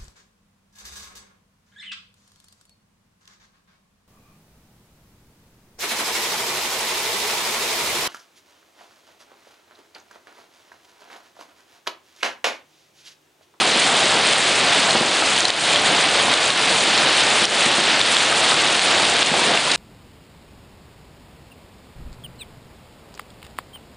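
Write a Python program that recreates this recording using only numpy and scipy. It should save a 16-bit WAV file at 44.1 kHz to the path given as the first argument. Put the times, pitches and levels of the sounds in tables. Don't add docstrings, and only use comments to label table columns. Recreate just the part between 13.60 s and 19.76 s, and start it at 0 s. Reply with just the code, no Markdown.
import sys
import numpy as np
from scipy import signal
from scipy.fft import rfft, irfft, next_fast_len
from scipy.io import wavfile

SR = 44100
rng = np.random.default_rng(int(sys.argv[2]) if len(sys.argv) > 2 else 0)


def store_pcm(level_fs):
    pcm = np.round(np.clip(level_fs, -1, 1) * 32767).astype(np.int16)
    wavfile.write(sys.argv[1], SR, np.atleast_2d(pcm).T)


N = 271656

# [t/s, level/dB before flurries]
GROUND_SWELL = [(0, -19), (0.55, -18), (0.85, -19), (1.25, -18.0), (1.5, -20), (2.05, -18.5), (2.2, -18.5),
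                (2.75, -18.0), (3.1, -18.5), (4.05, -18.0), (4.25, -19), (4.5, -18), (4.9, -18.5),
                (5.5, -18.5), (6.16, -20.5)]
# [t/s, level/dB before flurries]
WOOD_SWELL = [(0, -23.0), (0.3, -24), (0.55, -21), (0.8, -24.5), (1.2, -23), (1.55, -24.5), (1.9, -25),
              (2.25, -22.5), (2.55, -24), (3.5, -24), (4.5, -25), (4.85, -23), (5.2, -25.5), (5.4, -21.5),
              (5.6, -25), (5.88, -21.5), (6.16, -27)]
# [t/s, relative level/dB, pitch f/Hz, time for the crunch to fall to 1/e /s]
CLOSE_STONES = [(.174, -1, 8000, 0.00069), (0.672, -12, 8600, 0.0039), (0.68, -1, 2800, 0.00084),
                (.734, 0.5, 3220, .001), (1.307, -4.5, 4170, 0.0043), (1.407, -11, 7400, .001),
                (1.462, -14, 7000, 0.00091), (1.689, -1.5, 3280, 0.00054), (1.779, -1, 3500, 0.00057),
                (1.806, 2, 6500, 0.00044), (1.853, 1, 4100, 0.0032), (1.883, 0, 5040, 0.00086),
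                (1.9037, 5.5, 3820, 0.00053), (2.159, -6, 3200, .006), (2.739, -5, 3770, 0.0041),
                (2.904, 1.5, 3900, 0.00077), (3.126, -9, 3200, .0017), (3.206, -8, 4150, .0033),
                (3.526, -7, 5470, .0008), (3.582, -4, 2970, 0.0019), (3.854, 0.5, 5470, 0.00077),
                (4.414, -0.5, 3530, 0.0022), (4.568, -1, 3400, 0.0012), (4.943, -4, 4200, 0.00044),
                (5.003, -8, 4500, 0.00085), (5.194, 1, 2480, 0.0015), (5.453, -2, 3380, .001),
                (5.629, 4, 3400, 0.00062), (5.664, -5, 6960, .001), (5.974, -2, 2780, 0.0037),
                (6.116, -6, 3920, 0.0055)]
# [t/s, relative level/dB, f/Hz around which the boards answer most]
WOOD_HITS = [(.018, -18, 1040), (.160, -20, 252), (1.290, -19, 1000), (1.351, -13.5, 260),
             (1.355, -16, 780), (1.411, -12, 262), (1.425, -23, 620), (1.623, -18, 1210), (3.112, -19, 340),
             (3.472, -20, 920), (3.82, -16, 340), (4.061, -13, 190), (4.183, -14.5, 326),
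             (4.724, -16, 1310), (4.917, -15, 1550), (5.397, -20, 900), (5.429, -15.5, 340),
             (5.717, -14, 190), (5.741, -16, 647), (5.876, -20, 170), (5.907, -20, 517)]
# [f/Hz, relative level/dB, time to fade by 60 dB /s]
BOARD_MODES = [(170, -9, 0.086), (226, -0.5, 0.063), (340, -4, 0.11), (473, 0, 0.033), (598, -2, 0.062),
               (775, 6.5, 0.041), (925, -6, .035), (1272, 2, 0.065), (1550, 5.5, 0.018)]
# [f/Hz, relative level/dB]
GROUND_COLOUR = [(700, -16), (1100, -3), (1600, -1), (2400, 0.5), (3500, 1.5), (4400, -1.5), (5000, -5),
                 (5700, -10.5), (8000, -37)]
# [f/Hz, relative level/dB]
SPLINTER_COLOUR = [(3500, -18), (5000, -19.5), (6000, -2), (7500, 0), (9000, -1.5), (10000, -3.5)]
# [f/Hz, relative level/dB]
ROAR_COLOUR = [(25, -34.5), (50, -24.5), (100, -11.5), (150, -6.5), (220, -4.5), (300, -3.5), (450, -1.5),
               (700, 2), (1000, -2), (1500, -6.5), (3000, -26.5)]

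CUTOFF_HZ = 10100
SPLINTERS_DB = -9.5
FLURRIES_PER_S = 18
GROUND_FLURRY_DB, WOOD_FLURRY_DB, SPLINTER_FLURRY_DB = 0.68, 0.64, -0.5


def from_db(db):
    return 10 ** (np.asarray(db) / 20)


def rms_one(x):
    return x / np.sqrt(np.mean(x ** 2) + 1e-20)


def in_time(rows):
    times_s, values = np.transpose(rows)
    return np.interp(np.arange(N) / SR, times_s, values)


def coloured(x, spectrum):
    hz, db = np.transpose(spectrum)
    size = next_fast_len(N)
    bin_hz = np.arange(size // 2 + 1) * SR / size
    octave = np.log2(np.maximum(bin_hz, 1))
    table_octave = np.log2(hz)
    outside = np.abs(octave - np.clip(octave, table_octave[0], table_octave[-1]))
    gain = from_db(np.interp(octave, table_octave, db) - 20 * outside)
    return rms_one(irfft(rfft(x, size) * gain, size)[:N])


def drift(rate):
    knots = rng.standard_normal(2000)
    position = np.arange(N) / SR * rate
    return rms_one(np.interp(position, np.arange(len(knots)), knots))


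def ring(clicks, hz, t60):
    radius = from_db(-60 / (t60 * SR))
    angle = 2 * np.pi * hz / SR
    feedback = [1, -2 * radius * np.cos(angle), radius * radius]
    return signal.lfilter([.5, 0, -.5], feedback, clicks + 1e-18)


def impacts(per_s, spread_db, clump_db=2.5):
    sizes = from_db(spread_db * np.minimum(rng.exponential(1, N), 3))
    signs = rng.choice([-1, 1], N)
    chance = per_s * from_db(clump_db * drift(70)) / SR
    return sizes * signs * (rng.random(N) < chance)


def grains(clicks, low_hz, high_hz, cycles, count):
    dealt = rng.integers(0, count, N)
    total = np.zeros(N)
    for k, hz in enumerate(np.geomspace(low_hz, high_hz, count)):
        total += hz * ring(clicks * (dealt == k), hz, cycles / hz)
    return rms_one(total)


def drumming():
    raps = grains(impacts(200, spread_db=4.0), low_hz=233, high_hz=946, cycles=15.5, count=16)
    far_hits = rms_one(impacts(700, spread_db=2.0))
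    roar = coloured(rng.standard_normal(N) + from_db(-5.5) * far_hits, ROAR_COLOUR)
    return rms_one(roar + from_db(-9) * raps)


def patter():
    wash = rng.standard_normal(N)
    taps = rms_one(impacts(1300, spread_db=1.5))
    pats = grains(impacts(1200, spread_db=5.0), low_hz=900, high_hz=4500, cycles=3.0, count=14)
    clacks = grains(impacts(550, spread_db=2.0), low_hz=1450, high_hz=4500, cycles=11.0, count=20)
    ground = coloured(from_db(5) * wash + from_db(-1) * taps + from_db(-7.5) * pats, GROUND_COLOUR)
    return rms_one(ground + from_db(-7.0) * clacks), taps


def sizzle(taps):
    ticks = grains(impacts(700, spread_db=2.5), low_hz=5000, high_hz=9630, cycles=40.0, count=12)
    fizz = from_db(2.6 * drift(40)) * rng.standard_normal(N)
    return coloured(fizz + from_db(-6.5) * taps + from_db(-3.0) * ticks, SPLINTER_COLOUR)


def knocks(level_db, width_octaves):
    times_s, db, centre_hz = np.transpose(WOOD_HITS)
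    starts = np.round(times_s * SR).astype(int)
    out = np.zeros(N)
    for hz, mode_db, t60 in BOARD_MODES:
        share = np.exp(-(np.log2(hz / centre_hz) / width_octaves) ** 2)
        chance_db = rng.normal(0, 1, len(starts))
        clicks = np.zeros(N)
        clicks[starts] = share * from_db(db + level_db + mode_db + chance_db)
        out += ring(clicks, hz, t60)
    band = signal.butter(2, [110, 2200], "band", fs=SR, output="sos")
    return signal.sosfilt(band, out)


def cracks(ping_db, crunch_db):
    out = np.zeros(N + SR)
    t = np.arange(SR // 50) / SR
    for start_s, db, hz, length_s in CLOSE_STONES:
        ping = np.sin(2 * np.pi * hz * t)
        snaps = rms_one(ring(rng.standard_normal(len(t)), hz, 4.5 / hz))
        fade = np.exp(-(t / length_s) ** 2)
        crack = (from_db(ping_db) * ping + from_db(crunch_db) * snaps) * fade
        at = round(start_s * SR)
        out[at:at + len(t)] += from_db(db) * crack
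    return out[:N]


def scene():
    wood_gain = from_db(in_time(WOOD_SWELL) + WOOD_FLURRY_DB * drift(FLURRIES_PER_S))
    wood = wood_gain * drumming() + knocks(level_db=-1.5, width_octaves=0.78)
    ground, taps = patter()
    ground_gain = from_db(in_time(GROUND_SWELL) + GROUND_FLURRY_DB * drift(FLURRIES_PER_S))
    splinter_gain = from_db(SPLINTERS_DB + SPLINTER_FLURRY_DB * drift(FLURRIES_PER_S))
    hail = ground_gain * (ground + splinter_gain * sizzle(taps))
    close = cracks(ping_db=-5.5, crunch_db=-10.5)
    return np.tile(hail + wood + close, (2, 1))


def limiter(x, ceiling_db, release_db_per_s, attack_s, lead_s):
    t = np.arange(N) / SR
    peak_db = 20 * np.log10(np.abs(x).max(axis=0) + 1e-9)
    over_db = np.maximum(peak_db - ceiling_db, 0)
    recovery_db = release_db_per_s * t
    needed_db = np.maximum.accumulate(over_db + recovery_db) - recovery_db
    early_db = np.interp(t + lead_s, t, needed_db)
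    lag = np.exp(-1 / (attack_s * SR))
    cut_db = signal.lfilter([1 - lag], [1, -lag], early_db)
    held = x * from_db(-cut_db)
    return held / (1 + (held / .68) ** 8) ** (1 / 8)


def record(dry):
    held = limiter(dry, ceiling_db=-3.0, release_db_per_s=40, attack_s=.0011, lead_s=.0006)
    low_pass = signal.firwin(401, CUTOFF_HZ, window=("kaiser", 9), fs=SR)
    return signal.fftconvolve(held, low_pass[None], mode="same", axes=1)


dry = scene()
out = record(dry)
store_pcm(out)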